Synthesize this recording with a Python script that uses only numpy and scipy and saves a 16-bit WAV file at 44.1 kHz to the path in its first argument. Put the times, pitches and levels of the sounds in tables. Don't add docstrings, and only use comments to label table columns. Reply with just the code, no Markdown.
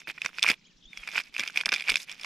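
import sys
import numpy as np
from scipy import signal
from scipy.fft import rfft, irfft, next_fast_len
from scipy.io import wavfile
from scipy.ndimage import uniform_filter1d

SR = 44100
rng = np.random.default_rng(int(sys.argv[2]) if len(sys.argv) > 2 else 0)


def file_out(sig):
    cols = np.atleast_2d(sig).T
    lim = np.clip(cols, -1, 1)
    pcm = np.round(lim * 32767).astype(np.int16)
    wavfile.write(sys.argv[1], SR, pcm)


def decibels_to_gain(level_db):
    exponent = np.asarray(level_db, float) / 20
    return 10 ** exponent


N = 99225

# frequency in Hz, gain in dB.
CRACK_SPECTRUM = [(300, -52.5), (2000, -5.5), (5000, 5), (8000, -4), (12000, -13), (15500, -30)]
# frequency in Hz, gain in dB.
WALL_SPECTRUM = [(70, -12), (200, -2), (1000, -7), (2500, -23)]
WALL_T60_S = 0.04
NEAR_ALIKE = 0.83
TOP_HZ = 13000


def unit(x):
    return x / np.sqrt(np.mean(x ** 2) + 1e-20)


def along(points, hz):
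    f, v = np.transpose(points)
    return np.interp(np.log(hz + 1), np.log(f + 1), v)


def coloured(x, gain_db):
    m = 2 * next_fast_len(N // 2 + 4096)
    gain = decibels_to_gain(gain_db(np.fft.rfftfreq(m, 1 / SR)))
    cepstrum = irfft(np.log(gain / np.sqrt(np.mean(gain ** 2)) + 1e-6), m)
    cepstrum = cepstrum * np.r_[1, 2 * np.ones(m // 2 - 1), 1, np.zeros(m // 2 - 1)]
    return irfft(rfft(x, m) * np.exp(rfft(cepstrum)), m)[..., :N]


def placed(times_s, rows):
    at = np.round(np.asarray(times_s) * SR).astype(int)[:, None] + np.arange(rows.shape[1])
    return np.bincount(at.clip(0).ravel(), rows.ravel(), N + SR)[:N]


def pair(a, b, alike):
    angle = np.arccos(np.clip(alike, 0, 1)) / 2
    common, differing = np.cos(angle) * a, np.sin(angle) * b
    return np.array([common + differing, common - differing])


def patchy(x, depth_db):
    z = signal.stft(x, nperseg=128)[2]
    field = rng.standard_normal(z.shape[1:])
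    field = uniform_filter1d(uniform_filter1d(field, size=5, axis=0), size=5, axis=1)
    return signal.istft(z * decibels_to_gain(depth_db * unit(field)), nperseg=128)[1][:, :N]


def port(hz):
    # centre in Hz, half width in Hz, gain in dB.
    peaks = [(2397, 350, 8), (3540, 83, 6), (5180, 370, 4), (11500, 580, 0.5)]
    return sum(db / (1 + ((hz - c) / w) ** 2) for c, w, db in peaks)


def snaps():
    # start in seconds, peak in dB, brightness and body in dB over
    contacts = [(0.0729, -32.5, -9, 4), (0.0791, -29, -17, -17), (0.0988, -27.5, -14.5, 2.5),
                (0.1785, -35.5, -27, -2), (0.1815, -37, -15, 1.5), (0.2176, -18.5, -13.5, -26),
                (0.247, -28, -5, 3.5), (0.2508, -25.5, -8, -3), (0.2598, -17.5, -8, -5),
                (0.2908, -41.5, -22, 1.5), (0.3841, -25.5, -8.5, -0.5), (0.3927, -25.5, -5, -24),
                (0.4234, -23.5, -4, -26), (0.4276, -21, 9, -6), (0.4373, -11.5, -4.5, -13.5),
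                (0.4449, -21, -26, 2), (0.4558, -35, -28, 6), (0.4639, -10, -20, -36.5),
                (0.4759, -19, -12, -1), (0.4808, -15, -22.5, -7.5), (0.4872, -12.5, -11, -14),
                (0.4959, -16, -18, -10), (0.4995, -13, -5.5, -6), (0.5064, -16, -7, -27),
                (0.5143, -15.5, -8.5, -34), (0.5276, -40, -26, -5), (0.5336, -38, -27, -0.5),
                (0.5392, -33, -12.5, -10),
                (0.9316, -32.5, -16, -31), (0.9733, -29, -6, -10), (1.0327, -34, -27, -8),
                 (1.0359, -30, -31, -16), (1.0747, -31, -2, -2), (1.078, -23.5, -30, -20),
                 (1.0878, -25.5, -18, -5.5), (1.1148, -40.5, 0, -14), (1.1346, -37, -2, 3),
                 (1.1474, -46, -8, -2), (1.1568, -18.5, -32, -8), (1.1737, -26, -9, 1),
                 (1.1784, -15.5, -14, -2.5), (1.1886, -19.5, -9, -7.5), (1.1997, -25, -13, -6),
                 (1.2042, -26, -6.5, -8), (1.212, -32, -13, -11), (1.341, -38.5, 2, -12),
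                 (1.3482, -30, -20, -27), (1.3645, -19.5, -19, -12), (1.38, -29, -4, -26),
                 (1.3862, -36, -7.5, 5), (1.395, -18.5, 0.5, -5.5), (1.4045, -20.5, -9, -21),
                 (1.4104, -25, -13, -16), (1.429, -35, -24, 2), (1.4348, -21, -12.5, -7.5),
                 (1.4634, -31, -12, -6), (1.476, -26, -3.5, -9), (1.4847, -33.5, -6.5, -17),
                 (1.4983, -38.5, -14, 3),
                (1.5598, -23, -12, -28), (1.5732, -9.5, -10, -13.5), (1.5864, -27, -17, -22),
                 (1.5978, -41, -1, -17), (1.604, -21.5, -18, -15), (1.6101, -18.5, -8.5, -9),
                 (1.635, -41, -7, 8), (1.6497, -32, -22, -23), (1.6578, -17, -2.5, -10.5),
                 (1.6637, -18.5, -13, -2.5), (1.6817, -41.5, -13, 15), (1.69, -21.5, -3.5, -3),
                 (1.713, -33, -11, -12), (1.7196, -18, -9, -6), (1.7262, -14.5, -10, -1),
                 (1.7359, -19.5, -11.5, -25), (1.7391, -19, -3, -1), (1.7455, -24.5, -1, -7),
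                 (1.7544, -33, -2, -17), (1.761, -20.5, -12, -21), (1.783, -43, -22, -12),
                 (1.7972, -27.5, -4, -19), (1.8071, -25, -7.5, -33), (1.8219, -27, -4, -27),
                 (1.8398, -30.5, -14, -23),
                (1.851, -38, -15, -9), (1.8578, -41, -15, -12), (1.8652, -34, -13, -12),
                 (1.8766, -24, -16, -9), (1.8835, -14.5, -15, -19), (1.8894, -25, -1, 4),
                 (1.8934, -13, -8, -7), (1.898, -17.5, 3.5, -14), (1.9026, -12.5, -12.5, -14),
                 (1.9118, -31, 0.5, -26), (1.9186, -17, -10, -16), (1.9414, -28, -1, -3),
                 (1.9564, -10.5, -8, -14), (1.9683, -27.5, 1, -5), (1.976, -33.5, 2, -25),
                 (2.0011, -50, 11, -17), (2.0947, -38.5, 5.5, -19), (2.1144, -38, 5, -14),
                 (2.1962, -34, -6, -20), (2.2125, -43.5, 6.5, -19.5), (2.2335, -40.5, 6, 0),
                 (2.2458, -26.5, -4, -4)]
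    settling_s = [.563, .578, .595, .613, .625, .641, .672, .682]
    # frequency in Hz, level in dB, t60 in seconds.
    modes = [
        (2378, 5.5, 0.0085),
        (1713, 11, 0.0042),
        (3472, 0, 0.0091),
        (5060, -3.5, 0.0084),
    ]
    scatter = [.035, .12, .04, .07]
    ring_db, ring_swing_db, attack_s = 3.5, 4, 0.0004
    crack_db, crack_t60_s = 2.5, 0.0053
    after_db, after_t60_s = -10.5, 0.025
    knock_db, knock_swing_db = -24, 4.5

    rows = contacts + [(s, -57, -20, -20) for s in settling_s]
    s, db, bright_db, body_db = np.transpose(rows)[:, :, None]
    start_s = s[:, 0]
    t = np.arange(SR // 16) / SR
    z = rng.standard_normal((len(rows), 2 * len(modes) + 1, 1))
    noise = rng.standard_normal((4, len(rows), len(t)))
    rise = (1 - np.exp(-t / attack_s)) ** 2

    colour_db = [0, body_db, bright_db + ring_swing_db * z[:, 4], bright_db + ring_swing_db * z[:, 6]]
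    ring = 0
    for k, (hz, mode_db, t60_s) in enumerate(modes):
        tuned_hz = hz * (1 + scatter[k] * z[:, 2 * k + 1])
        ring = ring + decibels_to_gain(mode_db + colour_db[k] - 60 * t / t60_s) * np.sin(2 * np.pi * tuned_hz * t)
    ring = decibels_to_gain(db + ring_db) * ring * rise
    again = rng.random((len(rows), 2))
    rings = placed(start_s, ring)
    rings = rings + placed(start_s + 0.000978 + 0.002096 * again[:, 0], 0.94 * again[:, 1:] * ring)

    decay = decibels_to_gain(-60 * t / crack_t60_s) + decibels_to_gain(after_db - 60 * t / after_t60_s)
    fall = rise * decibels_to_gain(db + bright_db + crack_db) * decay
    crack = coloured([placed(start_s, fall * n) for n in noise[:2]],
                     lambda hz: along(CRACK_SPECTRUM, hz) + 1.43 * port(hz))

    wall_db = db + body_db + knock_db + knock_swing_db * z[:, -1]
    wall = rise * decibels_to_gain(wall_db - 60 * t / WALL_T60_S)
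    knock = coloured([placed(start_s, wall * n) for n in noise[2:]], lambda hz: along(WALL_SPECTRUM, hz))
    return patchy(crack, depth_db=5.0) + knock + rings * [[1], [0.3]]


def swell(rows):
    t = np.arange(N) / SR
    return sum(decibels_to_gain(db) * np.sin(np.pi * np.clip((t - s) / length, 0, 1)).clip(0) ** 0.89
               for s, length, db in rows)


def grains(smooth):
    grains_per_s, spread_db = 700, 7
    u = rng.random((2, N))
    ticks = (u[0] < grains_per_s / SR) * decibels_to_gain(-spread_db * np.log(u[1] + 0.03))
    burst = np.convolve(ticks, np.hanning(70))[:N]
    return (unit(burst) + smooth) * rng.standard_normal((2, N))


def rustle():
    # start in seconds, length in seconds, level in dB.
    drags = [(-.03, 0.065, -53), (0.073, 0.045, -40.5), (0.131, 0.065, -58.5), (0.195, 0.12, -50),
             (0.319, 0.1, -51.5), (0.417, 0.13, -34.5), (0.89, 0.27, -54), (1.066, 0.055, -55),
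             (1.121, 0.1, -38.5), (1.213, 0.091, -56.5), (1.318, 0.22, -47), (1.534, 0.1, -40.5),
             (1.65, 0.051, -49), (1.699, 0.14, -44.5), (1.83, 0.16, -43), (1.975, 0.078, -50),
             (2.066, 0.096, -47), (2.16, 0.41, -44.5)]
    # start in seconds, length in seconds, level in dB.
    slides = [
        (1.965, 0.087, -45),
        (.24, 0.05, -59.5),
    ]
    # frequency in Hz, density in dB per Hz.
    heap = [(100, -47), (200, -17), (1100, -12), (2400, -4), (3200, -7), (6000, -28.5)]
    smooth_share, bright_over_dull_db = 1, -7.5

    drag = swell(drags)
    drag = drag + 0.5 * uniform_filter1d(drag, SR // 20)
    dull = unit(coloured(drag * grains(smooth_share), lambda hz: along(heap, hz) + port(hz)))
    fizz = unit(coloured(drag * grains(smooth_share / 2), lambda hz: along(CRACK_SPECTRUM, hz) + port(hz)))
    slide = unit(coloured(grains(smooth_share),
                          lambda hz: along(CRACK_SPECTRUM, hz) + port(hz) + 20 * np.log10(hz + 1)))
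    dragged = dull + decibels_to_gain(bright_over_dull_db) * patchy(fizz, depth_db=4.0)
    return swell(slides) * slide + np.sqrt(np.mean(drag ** 2)) * dragged


def thuds():
    # start in seconds, level in dB.
    jolts = [
        (.08, -44),
        (.498, -30.5),
        (1.393, -40),
        (1.734, -42),
        (1.914, -38),
    ]
    s, db = np.transpose(jolts)
    t = np.arange(SR // 8) / SR
    rows = decibels_to_gain(db[:, None] - 60 * t / (2 * WALL_T60_S)) * rng.standard_normal((len(s), len(t)))
    return coloured(placed(s, rows), lambda hz: along(WALL_SPECTRUM, hz))


def bumps():
    # centre in seconds, level in dB.
    pushes = [
        (.755, -58),
        (0.865, -51.5),
        (1.003, -50),
        (1.741, -56),
        (1.924, -49),
    ]
    push_hz, push_s = 29.5, 0.012
    s, db = np.transpose(pushes)
    t = np.arange(-SR // 16, SR // 16) / SR
    push = np.exp(-0.5 * (t / push_s) ** 2) * np.sin(2 * np.pi * push_hz * t)
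    return placed(s - 1 / 16, decibels_to_gain(db)[:, None] * push)


def note(s, length, start_hz, end_hz, db):
    u = np.clip((np.arange(N) / SR - s) / length, 0, 1)
    return decibels_to_gain(db) * np.sin(np.pi * u) * np.sin(2 * np.pi * np.cumsum(start_hz + (end_hz - start_hz) * u) / SR)


def birds():
    # time in seconds, frequency in Hz, level in dB.
    whistle = [
        (0.864, 2850, -65),
        (0.877, 3620, -57),
        (.9, 3675, -58),
        (.924, 3620, -54),
        (0.935, 3426, -53.5),
        (1.03, 3215, -57),
        (1.065, 3000, -70),
    ]
    # start in seconds, length in seconds, start in Hz, end in Hz, level in dB.
    glides = [(0.042, 0.026, 2460, 2630, -53.5), (0.039, 0.011, 3680, 3600, -57),
              (.638, 0.018, 3530, 4920, -63), (0.65, 0.013, 2770, 3670, -55.5),
              (.66, 0.011, 2980, 3380, -58), (0.686, 0.045, 3500, 2080, -65),
              (0.693, 0.046, 1970, 1650, -70), (0.81, .007, 3900, 3000, -59),
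              (0.824, 0.0058, 3900, 2780, -52.5), (0.833, 0.0075, 2790, 3920, -56),
              (.838, 0.0084, 3950, 2830, -52.5), (0.853, 0.0086, 3500, 3240, -46.5)]
    cheep_start_s, cheep_every_s, cheep_s = 0.098, 0.1885, 0.014
    cheep_hz, cheep_db, wet = 6660, -61.5, 0.45

    t = np.arange(N) / SR
    s, hz, db = np.transpose(whistle)
    x = decibels_to_gain(np.interp(t, s, db, -120, -120)) * np.sin(2 * np.pi * np.cumsum(np.interp(t, s, hz)) / SR)
    x = patchy(x[None], depth_db=2.5)[0] + sum(note(*row) for row in glides)
    for k in range(3, 6):
        x = x + note(cheep_start_s + k * cheep_every_s, cheep_s, cheep_hz, cheep_hz, cheep_db)
    tail = rng.standard_normal((2, SR // 8)) * decibels_to_gain(-60 * np.arange(SR // 8) / SR * 7.47)
    smeared = signal.fftconvolve(x[None], tail / np.linalg.norm(tail[0]), axes=1)[:, :N]
    return x * decibels_to_gain([[1], [-1]]) + wet * smeared


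def meadow():
    # frequency in Hz, density in dB per Hz.
    air_spectrum = [(30, -5.5), (80, -26.5), (170, -3), (700, -26), (2000, -22), (3300, -15.5), (7000, -26),
                    (9000, -48)]
    air_db, air_alike = -64.5, 0.62
    buzz_start_s, buzz_every_s, buzz_s = 0.0105, 0.0628, 0.032
    buzz_hz, buzz_width_hz, buzz_db = 5450, 420, -67

    air = coloured(rng.standard_normal((2, N)), lambda hz: along(air_spectrum, hz))
    u = (np.arange(N) / SR - buzz_start_s) % buzz_every_s / buzz_s
    pulse = np.sin(np.pi * u.clip(0, 1))
    buzz = coloured(rng.standard_normal((2, N)), lambda hz: -12 * ((hz - buzz_hz) / buzz_width_hz / 2) ** 4)
    water = decibels_to_gain(air_db) * pair(*patchy(air, depth_db=2.0), air_alike)
    return water + decibels_to_gain(buzz_db) * pulse * pair(*buzz, NEAR_ALIKE)


def scene():
    # frequency in Hz, left minus right in dB.
    balance = [(500, -3), (1300, -6.5), (2400, -4.5), (9000, -0.5)]
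    near = pair(*(snaps() + rustle()), NEAR_ALIKE) + bumps() + thuds()
    hz = np.fft.rfftfreq(N, 1 / SR)
    tilt_db = np.array([[0.5], [-0.5]]) * along(balance, hz)
    turn = np.exp(0.5j * np.array([[1], [-1]]) * (hz > TOP_HZ - 1000))
    return irfft(rfft(near) * decibels_to_gain(tilt_db) * turn, N) + birds() + meadow()


def roll_off(x):
    return signal.sosfilt(signal.butter(12, 16450, fs=SR, output="sos"), x)


def record(dry):
    fall_db = -4 * ((np.fft.rfftfreq(N, 1 / SR) - TOP_HZ).clip(0) / 1000) ** 1.5
    soft = 0.83 * np.tanh(dry / 0.79)
    return roll_off(irfft(rfft(soft) * decibels_to_gain(fall_db), N))


dry = scene()
out = record(dry)
file_out(out)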